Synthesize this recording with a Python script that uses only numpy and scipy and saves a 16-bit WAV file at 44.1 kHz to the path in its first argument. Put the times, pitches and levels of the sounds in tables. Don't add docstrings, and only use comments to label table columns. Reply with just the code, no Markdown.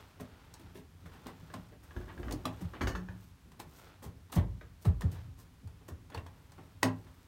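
import sys
import numpy as np
from scipy import signal
from scipy.fft import rfft, irfft, next_fast_len
from scipy.io import wavfile
from scipy.ndimage import map_coordinates

SR = 44100
rng = np.random.default_rng(int(sys.argv[2]) if len(sys.argv) > 2 else 0)


def materialize(psi):
    bounded = np.clip(np.atleast_2d(psi).T, -1, 1)
    quanta = np.round(bounded * 32767).astype(np.int16)
    wavfile.write(sys.argv[1], SR, quanta)


N = 320607
TIME = np.arange(N) / SR
AGE = np.arange(SR * 3 // 4) / SR

# frequency in Hz, level in dB.
KNOCK_SPECTRUM = [(100, -29.5), (300, 3.5), (600, -0.5), (1500, -4.5), (2200, -7.5), (3500, -9),
                  (6000, -19), (16000, -71)]
CRACK_SPECTRUM = [(500, -39), (2000, -17.5), (3500, -3), (5500, 1.5), (7200, -0.5), (9000, 1),
                  (10500, -4.5), (12000, -0.5), (16000, -4)]
THUD_SPECTRUM = [(60, -21), (190, -9), (280, -2.5), (390, -21), (560, 2), (750, -2.5), (950, -23),
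                 (1400, -30), (2500, -17.5), (8000, -38)]
# centre in Hz, width in Hz, gain in dB.
RIM_PEAKS = [(557, 66, -6.5), (834.5, 140, 8), (1062, 180, 7), (1320, 90, -2.5), (1740, 370, 4),
             (2510, 40, 2.5)]
# pitch in Hz, level in dB, t60 in seconds.
CABINET_MODES = [(78, -27, 0.28), (105.8, 2, 0.32), (165.4, -3.5, 0.34), (190.4, 0, 0.23),
                 (256.8, 4.5, 0.2), (340.7, -12, 0.23), (513, -3, 0.1), (602, -11.5, 0.28),
                 (639, -8.5, 0.24), (707, -12.5, 0.21), (790, -15, 0.22), (997, -8.5, 0.18),
                 (1910, -9, 0.11)]
# start in seconds, level in dB, crack offset in dB,
# cabinet offset in dB, pitch of the struck spot in Hz.
LIP_SNAPS = [(0.199, -46.5, -10, 0, 1070), (0.539, -53.5, 11.5, -24, 1670), (1.268, -43.5, -0.5, -25, 760),
             (1.539, -34.5, -10, -8.5, 1054), (2.31, -36, -3.5, -5, 725), (2.323, -42, 9, -3, 875),
             (2.454, -26.5, -7, -9.5, 1176), (3.518, -53, -1.5, -10, 1030), (3.599, -38.5, -2.5, -25, 840),
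             (4.298, -52.5, -20, -21, 1020), (4.326, -37, -2.5, -14, 1235), (4.852, -39.5, -3.5, -4, 845),
             (5.009, -40, -1.5, -12, 1020), (5.019, -37, -8.5, -25, 1814), (5.674, -55.5, 1, -13, 880),
             (5.884, -47.5, -9, -26, 895), (6.101, -49.5, -5, -17, 1020), (6.146, -38.5, -9, -24, 4440),
             (6.148, -36.5, -16, -31, 910), (6.176, -38, -15, -23, 2740), (6.264, -43.5, -9, -34, 926),
             (6.519, -53, 2, -23, 1010), (6.83, -17.5, -3.5, -7, 1940), (7.068, -52.5, -20, -6, 1060)]


def lip_snaps():
    out = np.zeros(N)
    crack_peaks = [(4080, 910, 3.5), (6760, 310, 1), (13600, 2400, -9)]
    for start, db, crack_db, cabinet_db, hz in LIP_SNAPS:
        knock = amp(-3) * colour(burst(t60=0.031, attack=0.00076), KNOCK_SPECTRUM, RIM_PEAKS)
        spot = amp(-2.5) * fade(t60=0.029) * np.sin(2 * np.pi * hz * AGE)
        crack = amp(crack_db) * colour(burst(t60=0.02, attack=0.0009), CRACK_SPECTRUM, crack_peaks)
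        thud = amp(-4) * colour(burst(t60=0.11, attack=0.0057), THUD_SPECTRUM)
        boom = ring(CABINET_MODES, attack=0.022, scatter_db=1)
        peel_db = -53.5 + 0.79 * (db + 38)
        lead_in = peel(rise=0.013, rasp_db=peel_db, fizz_db=peel_db - 17.5, hz=930)
        place(out, start - 0.007, lead_in, wet_db=-4)
        place(out, start, amp(db) * (knock + crack), wet_db=-4.5)
        place(out, start, amp(db) * spot, wet_db=-11)
        place(out, start, amp(db + cabinet_db) * (thud + boom), wet_db=-15.5)
    return out


# start in seconds, level in dB, settled pitch in Hz.
SEAL_FLOPS = [(0.628, -48, 86.2), (0.765, -52, 169), (1.033, -50, 157), (1.045, -49, 76.2),
              (1.408, -48.5, 154), (1.566, -42, 164), (2.319, -36.5, 284), (2.611, -33.5, 165),
              (2.632, -35.5, 90.6), (2.812, -41, 79.4), (4.054, -38, 92.2), (4.362, -15, 79),
              (4.435, -33, 78), (4.859, -17.5, 83.4), (5.035, -20, 80.8), (5.273, -43, 82.3),
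              (5.634, -40, 91), (5.902, -39, 82), (6.152, -39, 89), (6.596, -50.5, 97.4)]


def seal_flops():
    out = np.zeros(N)
    rise_s = 0.027
    panel_modes = [(52.6, -13.5, 0.59), (79.2, 3.5, 0.19), (112.3, -11.5, 0.53)]
    for start, db, hz in SEAL_FLOPS:
        pitch = hz * (1 + 0.68 * np.exp(-AGE / 0.012))
        phase = 2 * np.pi * np.cumsum(pitch) / SR
        fold = swell(rise_s, sharpness=5.1) * np.sin(phase)
        lip = amp(-9) * swell(0.31 * rise_s, sharpness=1.3) * np.sin(1.43 * phase)
        grains = slips(len(AGE), rate=1500, spread_db=0)
        rumble = colour(grains, DRONE_SPECTRUM, [(168, 170, 6.9), (660, 580, 3.3)])
        flutter = amp(-12) * swell(0.69 * rise_s, sharpness=0.96) * rumble
        panel = ring(panel_modes, attack=0.037, scatter_db=1, phase_scatter=0.5)
        place(out, start, amp(db) * (fold + lip + flutter + panel), wet_db=-16.5)
    return out


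# centre in Hz, width in Hz, gain in dB.
HINGE_PEAKS = [(590, 55, 2.3), (1130, 170, 4.5), (1620, 1400, 10.4), (1930, 33, 1.7), (3090, 64, 2.7)]
# pitch in Hz, level in dB, t60 in seconds.
PIN_MODES = [(2958, -1, .65), (5421, -10, .4), (6772, -7, .2), (1783, 1, .45), (2609, -5, .2)]
DOOR_MODES = [(70.36, -4.5, 0.77), (103, 9, 0.22), (182.3, -2, 0.49), (208, -15, 0.028), (296, -8, 0.35),
              (358, -11, 0.28), (458, -7, 0.32), (603, -3.5, 0.16)]
# start in seconds, level in dB.
HINGE_CLACKS = [(1.501, -44.5), (1.908, -45.5), (1.964, -40), (2.012, -43), (2.081, -48), (2.177, -42),
                (2.23, -38), (2.282, -37), (2.736, -40), (2.809, -28.5), (2.814, -26.5), (2.871, -23.5),
                (2.951, -29.5), (3.086, -40), (4.611, -40)]


def hinge_clacks():
    out = np.zeros(N)
    plastic_modes = [(1180, -2, 0.011), (1642, 8, 0.027), (1740, -10, 0.022)]
    crack_peaks = [(6470, 1100, 14), (4370, 710, 15)]
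    for start, db in HINGE_CLACKS:
        force_db = db + 38
        bright = amp(-32 + 0.78 * force_db)
        knock = amp(-5) * colour(burst(t60=0.03, attack=0.00037), KNOCK_SPECTRUM, HINGE_PEAKS)
        plastic = amp(-12.5) * ring(plastic_modes, attack=0.0012, scatter_db=2)
        crack = bright * colour(burst(t60=0.12, attack=0.0021), CRACK_SPECTRUM, crack_peaks)
        pin = amp(-8) * bright * ring(PIN_MODES, attack=0.001, scatter_db=1)
        frame = amp(-18.5 - 0.32 * force_db) * ring(DOOR_MODES, attack=0.0076, scatter_db=7.5)
        place(out, start, amp(db) * (knock + crack), wet_db=-1.5)
        place(out, start, amp(db) * (plastic + pin + frame), wet_db=-10)
    return out


# frequency in Hz, level in dB.
SHUDDER_SPECTRUM = [(25, -47), (50, 11), (75, 1), (125, -5.5), (170, -16), (240, -6), (330, -13),
                    (450, -18.5), (900, -24.5), (4000, -50.5)]
# start in seconds, level in dB, hold in seconds.
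DOOR_NUDGES = [(1.952, -40, .02), (2.166, -40, 0.19), (2.799, -30.5, 0.031)]


def door_shudder():
    attack_s, fall_db_per_s = 0.021, 104
    swing = np.zeros(N)
    for start, db, hold in DOOR_NUDGES:
        onset = np.clip((TIME - start) / attack_s, 0, 1)
        swing += onset * amp(db - fall_db_per_s * np.maximum(TIME - start - hold, 0))
    judder = slips(N, rate=300, spread_db=3)
    return swing * colour(judder, SHUDDER_SPECTRUM, [(358, 46, 11.6), (156.4, 5, 6.1)])


# start in seconds, rise in seconds, rasp level in dB,
# fizz level in dB, centre of the rasp in Hz.
FINGER_SCUFFS = [(0.197, 0.0089, -50, -59, 294), (0.59, 0.013, -58.5, -66.5, 271),
                 (.742, 0.02, -52, -62.5, 292), (1.054, 0.0078, -56, -67, 1520),
                 (1.131, 0.014, -58, -74, 1400), (1.249, 0.02, -48.5, -66, 905),
                 (1.717, 0.0087, -52.5, -83, 480), (2.077, 0.019, -52.5, -90, 1500),
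                 (2.606, 0.0073, -50.5, -59, 870), (2.726, 0.023, -51.5, -80, 1530),
                 (1.829, 0.0095, -62, -66, 1500), (3.589, 0.0097, -55.5, -55.5, 1000),
                 (5.149, .013, -60, -79, 1500), (4.016, 0.02, -53.5, -57, 740),
                 (4.317, 0.012, -52, -50.5, 1780), (4.349, 0.0078, -52, -47.5, 1800),
                 (4.358, 0.015, -40.5, -62, 640), (4.811, 0.011, -66, -63, 800),
                 (4.846, 0.01, -44, -54, 800), (5.111, 0.015, -59, -59, 1015),
                 (5.372, 0.022, -65.5, -64, 960), (5.806, 0.0068, -61, -88, 600),
                 (5.88, 0.0072, -53.5, -57, 1060), (6.112, 0.014, -56.5, -80, 1620),
                 (6.572, 0.013, -56, -79, 1030)]


def finger_scuffs():
    out = np.zeros(N)
    for start, rise, rasp_db, fizz_db, hz in FINGER_SCUFFS:
        place(out, start, peel(rise, rasp_db, fizz_db, hz), wet_db=-1.5)
    return out


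# frequency in Hz, level in dB.
RASP_SPECTRUM = [(80, 1), (250, 7.5), (600, 1.5), (1100, -2.5), (2000, -7), (3500, -7), (7000, -33.5),
                 (16000, -59)]


def peel(rise, rasp_db, fizz_db, hz):
    rasp_peaks = [(hz, 1.74 * hz, 8), (1050, 150, 3), (1850, 300, 4)]
    rasp = colour(slips(len(AGE), rate=900, spread_db=4), RASP_SPECTRUM, rasp_peaks)
    fizz = colour(slips(len(AGE), rate=1000, spread_db=5), CRACK_SPECTRUM, [(13200, 7100, 2.3)])
    return swell(rise, sharpness=1.69) * (amp(rasp_db) * rasp + amp(fizz_db) * fizz)


# start in seconds, length in seconds,
# rub level in dB, hiss level in dB.
HAND_STROKES = [(-.2, 0.35, -59.5, -73), (0.054, 0.76, -65.5, -85), (0.96, 0.81, -65, -78),
                (1.784, 1, -65.5, -75.5), (2.457, 0.82, -70.5, -81), (3.136, 0.21, -76.5, -71),
                (3.654, .26, -62, -64), (3.78, 0.25, -61, -84), (5, 0.32, -62, -77),
                (6.207, 0.64, -72.5, -85), (6.854, 0.89, -73, -79)]


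def hand_rubbing():
    rub_gain, hiss_gain = amp(-85), amp(-87.5)
    edge_s = 0.13
    for start, length, rub_db, hiss_db in HAND_STROKES:
        speed = np.clip(np.minimum(TIME - start, start + length - TIME) / edge_s, 0, 1)
        rub_gain = rub_gain + amp(rub_db) * speed
        hiss_gain = hiss_gain + amp(hiss_db) * speed
    pressure = wobble(rate=29)
    rub = colour(slips(N, rate=1500, spread_db=2.5), KNOCK_SPECTRUM, [(872, 120, 5.4), (1340, 370, 4.3)])
    hiss = colour(slips(N, rate=2200, spread_db=5), CRACK_SPECTRUM, [(13500, 4000, 2), (10400, 910, -10)])
    ticks = amp(-11) * colour(slips(N, rate=14, spread_db=4), CRACK_SPECTRUM)
    return rub_gain * amp(0.59 * pressure) * rub + hiss_gain * (amp(1.3 * pressure) * hiss + ticks)


# frequency in Hz, level in dB.
DRONE_SPECTRUM = [(25, 4), (50, 3.5), (85, 8.5), (125, -1), (165, 2), (210, -7.5), (270, -10.5), (420, -14),
                  (900, -31), (4000, -56)]


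def cabinet_drone():
    build_s, ease_s, lag_s = 0.04, 0.2, 0.02
    since_flops = [TIME - start - lag_s for start, _, _ in SEAL_FLOPS]
    press = np.max([np.exp(-np.maximum(t / ease_s, -t / build_s)) for t in since_flops], axis=0)
    gain = (amp(-59.5) + amp(-63) * press) * amp(1.6 * wobble(rate=12))
    return gain * colour(rng.standard_normal(N), DRONE_SPECTRUM, [(264, 23, 9.6), (163, 13, 2.6)])


# frequency in Hz, level in dB.
ROOM_SPECTRUM = [(25, -10.5), (60, -0.5), (100, 4.5), (160, -15), (250, -15), (500, -25), (1000, -19.5),
                 (2000, -24), (4000, -28), (8000, -33.5), (15000, -36.5)]


def room_tone():
    return amp(-61) * colour(rng.standard_normal(N), ROOM_SPECTRUM)


# frequency in Hz, t60 in seconds.
ROOM_DECAY = [(60, 0.87), (250, 0.37), (700, 0.3), (1900, 0.24), (5000, 0.15), (13000, 0.12)]


def place(track, start, sound, wet_db):
    hz, t, noise = signal.stft(rng.standard_normal(len(AGE)), SR, nperseg=256)
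    decay = np.exp(-np.log(1000) * t / along(ROOM_DECAY, hz)[:, None])
    tail = signal.istft(noise * decay, SR, nperseg=256)[1][:len(AGE)]
    tail *= 1 - np.exp(-AGE / 0.00061)
    wet = signal.fftconvolve(sound, tail / np.linalg.norm(tail))[:len(sound)]
    slot = track[max(round(start * SR), 0):][:len(sound)]
    slot += (sound + amp(wet_db) * wet)[:len(slot)]


def burst(t60, attack):
    return np.sign(rng.standard_normal(len(AGE))) * fade(t60) * (1 - np.exp(-AGE / attack))


def ring(modes, attack, scatter_db, phase_scatter=np.pi):
    chance = rng.standard_normal((len(modes), 2))
    tones = sum(amp(db + scatter_db * a) * fade(t60) * np.sin(2 * np.pi * hz * AGE + phase_scatter * b)
                for (hz, db, t60), (a, b) in zip(modes, chance))
    return tones * (1 - np.exp(-AGE / attack))


def slips(count, rate, spread_db):
    hits = rng.random(count) < rate / SR
    sizes = amp(spread_db * np.clip(rng.standard_normal(count), -2, 2))
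    clicks = hits * sizes * rng.choice([-1, 1], count)
    return clicks / np.sqrt(np.mean(clicks ** 2) + 1e-20)


def colour(x, spectrum, peaks=()):
    size = 2 ** 13
    hz = np.fft.rfftfreq(size, 1 / SR)
    peaks_db = sum(db / (1 + (2 * (hz - centre) / width) ** 2) for centre, width, db in peaks)
    cepstrum = irfft(np.log(amp(along(spectrum, hz) + peaks_db)))[:size // 2]
    response = irfft(np.exp(rfft(2 * cepstrum, size)))
    return signal.fftconvolve(x, response / np.linalg.norm(response))[:len(x)]


def fade(t60):
    return np.exp(-np.log(1000) * AGE / t60)


def swell(rise, sharpness):
    return (AGE / rise * np.exp(1 - AGE / rise)) ** sharpness


def wobble(rate):
    return map_coordinates(rng.standard_normal(int(N * rate / SR) + 4), [TIME * rate])


def along(points, hz):
    knots_hz, values = np.transpose(points)
    return np.interp(np.log(hz + 1), np.log(knots_hz + 1), values)


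def amp(db):
    return 10 ** (np.asarray(db) / 20)


def scene():
    foreground = lip_snaps() + seal_flops() + hinge_clacks() + door_shudder() + finger_scuffs()
    return (foreground + hand_rubbing() + cabinet_drone() + room_tone())[None]


def record(dry):
    low_cut_hz, top_hz = 42, 15900
    size = next_fast_len(N + SR)
    hz = np.fft.rfftfreq(size, 1 / SR)
    thinned = signal.sosfilt(signal.butter(3, low_cut_hz, "highpass", fs=SR, output="sos"), dry)
    return irfft(rfft(thinned, size) * (hz < top_hz), size)[:, :N]


dry = scene()
out = record(dry)
materialize(out)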